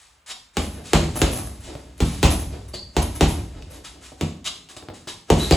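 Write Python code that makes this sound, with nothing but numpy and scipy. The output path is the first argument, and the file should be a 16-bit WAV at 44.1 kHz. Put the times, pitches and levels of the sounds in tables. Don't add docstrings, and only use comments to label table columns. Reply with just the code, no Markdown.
import sys
import numpy as np
from scipy import signal
from scipy.fft import rfft, irfft
from scipy.io import wavfile
from scipy.ndimage import uniform_filter1d

SR = 44100
rng = np.random.default_rng(int(sys.argv[2]) if len(sys.argv) > 2 else 0)


def dump_mix(stems):
    frames = np.atleast_2d(stems).T
    limited = np.clip(frames, -1, 1)
    pcm = np.round(limited * 32767).astype(np.int16)
    wavfile.write(sys.argv[1], SR, pcm)


N = 245195

# start in seconds, then relative levels in dB of the force, the slap,
# the shove of air, the room's boom, the room's thump and the cover's crunch.
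PUNCHES = [(0.5686, 0, 9, -25, -19.5, -38, -2), (0.9321, 11, 15.5, -16.5, -19, -19.5, 9),
           (1.2157, 6.5, 14, -19.5, -19.5, -30, 0.5), (2.0028, 1.5, 4, -17, -20.5, -26, 2),
           (2.2282, 8, 13, -15, -15.5, -25, 13.5), (2.9653, 5, 8, -18.5, -20.5, -28, 4),
           (3.2079, 10, 12, -16, -17, -21, 8), (4.2097, -1, 3.5, -37, -26, -25.5, -9),
           (5.301, 12, 11.5, -19, -17, -19.5, -5), (5.509, 10, 12, -14.5, -15, -27, 9)]
# frequency in Hz, level in dB.
CLOTH = [(100, -14), (400, 2), (1000, -8.5), (3000, -7.5), (8000, -14), (12000, -30), (16000, -45)]


def punch(force_db, slap_db, shove_db, boom_db, thump_db, crunch_db):
    echoes = [(.0098, 1.1, .08), (.0136, .15, .15), (.0194, -1.6, .1), (.0222, .45, .07), (.0254, .8, .05),
              (.0322, -.8, .05), (.035, .25, .04)]
    t = clock(.15)
    slap = leather_slap(t, slap_db, crunch_db)
    pop = amp(force_db) * (glove_pop(t, force_db) + filling_thud(t, crunch_db))
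    shove = amp(shove_db) * air_shove(t)
    out = basement(slap + .5 * pop + 3 * shove)
    middle = out[0]
    add(middle, 0, .16 * slap + .38 * pop - 2.9 * shove)
    add(middle, .00255, .16 * slap + .71 * pop + shove / 2)
    for delay, low, high in echoes:
        add(middle, delay, low * (3 * shove + .22 * pop) + high * slap)
    far_wall_s = .0107
    add(middle, far_wall_s, amp(boom_db) * room_boom(shove_db) + amp(thump_db) * room_thump())
    return out


def leather_slap(t, slap_db, crunch_db):
    # frequency in Hz, level in dB.
    leather = [(200, -25.5), (900, -3.5), (1600, -4.5), (2900, 0), (4100, -3.5), (5100, -7.5), (7200, 0.5),
               (10000, -11), (16000, -10.5)]
    crunch = colour(grains(len(t), spread_db=5) * t * np.exp(-t / .012), leather)
    slap = colour(smack(len(t)), leather)
    return amp(slap_db) * unit(slap) + amp(crunch_db) * unit(crunch)


def glove_pop(t, force_db, dive_s=.0015, swell_s=.0016):
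    tightness = .803 + .02 * force_db
    hz = tightness * (204 + (1325 - 204) * np.exp(-t / dive_s))
    return unit(t * np.exp(-t / swell_s) * np.sin(2 * np.pi * np.cumsum(hz) / SR))


def filling_thud(t, crunch_db, swell_s=.014):
    # frequency in Hz, level in dB.
    rags = [(100, -20.5), (220, -3.5), (330, -1), (480, -3.5), (740, -1.5), (1050, -9.5), (1500, -12.5),
            (2500, -16), (6000, -73)]
    clumps = grains(len(t), spread_db=4) * t * np.exp(-t / swell_s)
    return amp(-8 + .5 * crunch_db) * unit(colour(clumps, rags))


def air_shove(t, push_s=.0007, pull_s=.007):
    push = (t / push_s) ** 2 * np.exp(-t / push_s) / 2
    pull = .0084 * t / pull_s * np.exp(1 - t / pull_s)
    return push - pull


def room_thump():
    # pitch in Hz, level in dB, seconds to fade by 60 dB.
    tones = [(88.6, -1.5, 0.29), (157, 0, 0.32), (225.2, -3.5, 0.4), (334, -7, 0.27)]
    t = clock(1.3)
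    thump = sum(amp(db - 60 * t / fade_s) * np.cos(2 * np.pi * hz * t) for hz, db, fade_s in tones)
    return thump * (1 - np.exp(-t / .0012))


def room_boom(shove_db, full_shove_db=-19.5):
    # pitch in Hz, level in dB, seconds to fade by 60 dB.
    tones = [(33.4, -16, 0.31), (56.2, -16.5, 0.59), (63.8, -31.5, 4.4), (74.2, -13.5, 0.78),
             (94, -27, 1.5)]
    t = clock(1.3)
    boom = np.zeros(len(t))
    for hz, db, fade_s in tones:
        bass_db = (shove_db - full_shove_db) * np.log2(100 / hz)
        boom += amp(db + bass_db - 60 * t / fade_s) * np.cos(2 * np.pi * hz * t)
    return boom * (1 - np.exp(-t / .0081))


def grazes(lead_s=.018):
    t, out = clock(lead_s), np.zeros(N)
    for start, force_db, *_ in PUNCHES:
        brush = np.sqrt(t) * colour(grains(len(t), spread_db=3.6), CLOTH)
        add(out, start - lead_s, amp(force_db - 24.5) * unit(brush))
    return out


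def chain(knocks_per_s=700, detune=.0029):
    # start in seconds, level in dB, swell in seconds, pitch of the leading link in Hz.
    jingles = [(0.601, -3, 0.027, 11200), (0.691, -9, 0.037, 10150), (1.149, 7.5, 0.022, 9830),
               (1.305, 7.5, 0.032, 11200), (1.46, -7, 0.0074, 9850), (1.603, -18, 0.0021, 10360),
               (1.72, -21, 0.047, 11200), (1.976, -18.5, 0.0028, 11200), (2.036, -1.5, 0.031, 10050),
               (2.13, -9, 0.01, 11200), (2.3, 9.5, 0.014, 10940), (2.39, -1, 0.013, 10630),
               (2.682, -13.5, 0.004, 11200), (3.02, 4.5, 0.0048, 10080), (3.147, -1, 0.0086, 11200),
               (3.272, 2.5, 0.023, 10100), (3.699, -12, .014, 11300), (5.381, 2, 0.028, 11350)]
    # pitch in Hz, level in dB, seconds to fade by 60 dB.
    links = [(6250, -1.5, 0.012), (7540, -6, 0.02), (9800, -0.5, 0.035), (10600, -16, 0.035),
             (11200, 1, 0.044), (11960, -0.5, 0.033)]
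    # frequency in Hz, level in dB.
    tick = [(1000, -3), (5000, -6.5), (6500, -2), (9000, 1), (11000, 5), (16000, -12)]
    t, out = clock(.25), np.zeros(N)

    def knocked(swell_s, link):
        knocks = grains(len(t), spread_db=1.5) * (rng.random(len(t)) < knocks_per_s / SR)
        flurry = knocks * t * np.exp(-t / swell_s)
        return unit(signal.fftconvolve(flurry, link)[:len(t)])

    def ring(hz, fade_s):
        return amp(-60 * t / fade_s) * np.sin(2 * np.pi * hz * t)

    for start, db, swell_s, lead_hz in jingles:
        ringing = sum(amp(link_db) * knocked(swell_s, ring(hz * rng.normal(1, detune), fade_s))
                      for hz, link_db, fade_s in links)
        lead = amp(-3.5) * knocked(swell_s, ring(lead_hz, fade_s=.038))
        ticks = amp(.5) * knocked(swell_s, causal(tick))
        add(out, start, amp(db) * unit(.83 * unit(ringing) + lead + ticks))
    return out


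def steps():
    # start in seconds, thud level in dB, tap level in dB.
    footfalls = [(1.157, -5, -12), (1.752, -13.5, -16), (2.738, -10.5, -35), (3.623, -32, -29.5),
                 (3.959, -28, -43), (4.119, -19.5, -40), (4.766, -19.5, -37), (4.825, -19, -23),
                 (4.886, -16, -13), (4.901, -17, -18), (5.073, -14.5, -14.5)]
    # frequency in Hz, level in dB.
    heel = [(30, -33), (90, -2.5), (200, -4), (450, 0.5), (900, -6), (1700, -18), (4000, -21.5)]
    sole = [(300, -6.5), (900, -4), (1400, -1.5), (2300, -8), (4500, -7), (12000, -41)]
    t, out = clock(.08), np.zeros(N)
    for start, thud_db, tap_db in footfalls:
        landing = (t == 0) + .23 * grains(len(t), spread_db=4.9) * np.exp(-t / .011)
        thud = amp(thud_db) * unit(colour(landing, heel))
        tap = amp(tap_db) * unit(colour(smack(len(t)), sole))
        add(out, start, thud + tap)
    return out


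def slide(start, db, rise_s, hold_s, fade_s, touch_db=-11.5):
    t = np.arange(N) / SR - start
    pressing = amp(db + touch_db * np.clip(1 - t / rise_s, 0, 1))
    return (t >= 0) * pressing * np.exp(-np.maximum(t - rise_s - hold_s, 0) / fade_s)


def scuffs(combination_s=.4, rasp_db=3.5):
    # start in seconds, level in dB, then rise, hold and
    # fade times in seconds.
    slides = [(0, -47.5, 0.0015, 0.011, 0.093), (.262, -30.5, 0.048, .013, 0.0059),
              (.84, -38.5, 0.016, 0.014, 0.37), (1.61, -40, 0.037, 0.011, 0.089),
              (2.02, -36.5, 0.041, .013, 0.2), (2.735, -34, 0.005, 0.012, 0.02),
              (3.7, -42.5, 0.052, 0.018, 0.019), (3.839, -35, .0086, 0.012, 0.035),
              (4.008, -40, 0.032, 0.026, .045), (4.443, -26.5, 0.018, 0.019, .013),
              (4.688, -39.5, 0.0068, 0.017, 0.029), (4.765, -35, 0.00072, .005, 0.024),
              (4.935, -42.5, 0.0077, 0.012, 0.061), (5.072, -31.5, 0.0035, 0.025, 0.026),
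              (5.33, -31.5, 0.064, .013, 0.25)]
    # frequency in Hz, level in dB.
    grit = [(100, -62), (400, -28.5), (1000, -7.5), (2200, -5.5), (3700, -3.5), (5100, -4.5), (7400, 2),
            (10500, -6), (16000, -23)]
    rubber = [(120, -24), (450, -23.5), (1200, -13), (2200, -7), (3100, 0.5), (3750, 3.5), (4900, -4),
              (7500, -1.5), (12000, -31)]
    times = [row[0] for row in PUNCHES]
    follow_ups = [s for last, s in zip(times, times[1:]) if s - last < combination_s]
    swings = [(s - .034, -44, .034, 0, .01) for s in times]
    pivots = [(s - .103, -46.5, .022, 0, .52) for s in follow_ups]
    weight = np.sqrt(sum(slide(*row) ** 2 for row in slides + swings + pivots))
    rasp = amp(rasp_db) * weight / weight.max() * evened(colour(rng.standard_normal(N), rubber))
    crackle = evened(colour(grains(N, spread_db=6.3), grit))
    return weight * (crackle + rasp)


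def squeaks():
    # start and length in seconds, level in dB, pitch in Hz, then the pitch's bend and
    spurts = [(2.734, 0.023, -28, 4555, -0.000073, .027), (2.754, 0.036, -33, 4270, -.02, .04),
              (2.785, .02, -29, 4540, 0.015, 0.033), (2.825, 0.013, -33, 4560, 0.014, 0.024),
              (5.4, 0.021, -22, 3900, 0.018, 0.019), (5.426, 0.011, -19.5, 3976, 0.013, .02),
              (5.44, 0.0081, -19, 3950, 0.0051, .02), (5.452, 0.011, -30, 3890, .02, .05),
              (5.523, .003, -9.5, 4130, .01, 0.071)]
    out = np.zeros(N)
    for start, length, db, hz, bend, jitter in spurts:
        t = clock(length)
        waver = evened(uniform_filter1d(rng.standard_normal(SR), size=50))[:len(t)]
        press = np.sin(np.pi * t / length)
        pitch = hz * (1 + bend * press + jitter * waver)
        add(out, start, amp(db) * np.sqrt(abs(press)) * np.sin(2 * np.pi * np.cumsum(pitch) / SR))
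    return out


def dry_snaps():
    # start in seconds, level in dB.
    snaps = [(3.6234, -15.5), (4.688, -18)]
    # frequency in Hz, level in dB.
    crack = [(500, -17), (1800, -15), (2700, 5), (4000, 1), (6000, 0), (8000, -9), (14000, -19)]
    out = np.zeros(N)
    for start, db in snaps:
        add(out, start, amp(db) * unit(colour(smack(count=2048), crack)))
    return out


def rustle(clothes_db=-74, settle_db=-55.5, settle_s=.41, flutter_db=6, flutter_s=.065):
    t = np.arange(N) / SR
    turns = np.arange(0, N / SR + flutter_s, flutter_s)
    flutter = amp(np.interp(t, turns, flutter_db * rng.standard_normal(len(turns))))
    power = (t > PUNCHES[0][0]) * amp(clothes_db) ** 2
    for start, force_db, *_ in PUNCHES:
        power += ((t > start) * amp(settle_db + force_db) * np.exp(-abs(t - start) / settle_s)) ** 2
    return np.sqrt(power) * flutter * evened(colour(grains(N, spread_db=.59), CLOTH))


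def basement(x, build_s=.00067, direct_side=.33):
    # frequency in Hz, seconds to fade by 60 dB.
    fades = [(40, 3), (75, 1.5), (160, 1.01), (400, 0.42), (1100, 0.43), (3000, 0.42), (7500, 0.48),
             (11000, 0.44), (15000, 0.6)]
    # frequency in Hz, level in dB against the direct sound.
    levels = [(22, -29), (42, -5), (70, 16.5), (95, 2.5), (122, -1), (160, 13), (210, 5.5), (280, 8.5),
              (400, 4), (520, 6), (750, 7), (1200, 3.1), (1500, -1), (4000, 4.5), (7000, 1), (12000, 0.5),
              (14500, -26)]
    t = clock(1.3)
    hz, times, bands = signal.stft(rng.standard_normal((2, len(t))), SR, nperseg=1024)
    fade_s = read(fades, hz)[:, None]
    same_energy = np.sqrt(2 * np.log(1000) / (fade_s * SR))
    bands = bands * amp(read(levels, hz)[:, None] - 60 * times / fade_s) * same_energy
    echo = signal.istft(bands, SR, nperseg=1024)[1][:, :len(t)]
    echo *= 1 - np.exp(-(t / build_s) ** 2)
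    echo[:, 0] += [1, direct_side]
    return signal.fftconvolve(x[None], echo, axes=1)


def still_air():
    # frequency in Hz, level in dB.
    hush = [(20, -21), (55, -13), (120, -21), (260, -26), (1000, -16.5), (3000, -15.5), (9000, -46),
            (16000, -33)]
    return np.array([evened(colour(rng.standard_normal(N), hush)) for _ in range(2)])


def smack(count, fade_s=.0011):
    t = clock(.006)
    spectrum = rfft(rng.standard_normal(len(t)) * np.exp(-t / fade_s))
    burst = irfft(spectrum / abs(spectrum))
    return np.pad(burst, (0, count - len(burst)))


def grains(count, spread_db):
    return evened(rng.standard_normal(count) * amp(spread_db * rng.standard_normal(count).clip(-2, 2)))


def colour(x, points):
    return signal.fftconvolve(x, causal(points))[:len(x)]


def causal(points, size=8192):
    log_gain = np.log(amp(read(points, abs(np.fft.fftfreq(size, 1 / SR)))))
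    return np.fft.ifft(np.exp(np.conj(signal.hilbert(log_gain)))).real[:size // 2]


def read(points, hz):
    frequencies, values = np.transpose(points)
    return np.interp(np.log(hz + 1), np.log(frequencies + 1), values)


def amp(db):
    return 10 ** (np.asarray(db) / 20)


def unit(x):
    return x / (np.linalg.norm(x) + 1e-20)


def evened(x):
    return x / np.sqrt(np.mean(x ** 2) + 1e-20)


def clock(seconds):
    return np.arange(int(seconds * SR)) / SR


def add(mix, start, sound):
    part = mix[..., max(round(start * SR), 0):][..., :sound.shape[-1]]
    part += sound[..., :part.shape[-1]]


def scene(chain_db=-6, feet_db=-4, air_db=-61):
    # frequency in Hz, gain in dB.
    middle_tone = [(14, -45), (40, 12.5), (11400, -12.5), (12300, -22), (13200, -42), (16500, -36)]
    side_tone = [(60, -70), (125, -30), (250, -18), (500, -5), (4200, -13.5), (5300, -5.5), (7200, -54),
                 (8000, -9.5), (11000, -9), (16000, 15)]
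    feet = scuffs() + squeaks() + steps() + dry_snaps()
    links = chain()
    mix = basement(1.046 * links + grazes() + rustle() + .8 * feet)[:, :N]
    mix += np.array([[1], [.5]]) * (amp(chain_db) * links + amp(feet_db) * feet)
    for start, *blow in PUNCHES:
        add(mix, start + .001097, punch(*blow))
    mix += amp(air_db) * still_air()
    middle, side = colour(mix[0], middle_tone), colour(mix[1], side_tone)
    return np.array([middle + side, middle - side])


def record(dry, top_hz=16500):
    rounded = dry / (1 + dry ** 6) ** (1 / 6)
    treble_cut = signal.firwin(511, top_hz, window=("kaiser", 9), fs=SR)
    return signal.oaconvolve(rounded, treble_cut[None], "same", axes=1)


dry = scene()
out = record(dry)
dump_mix(out)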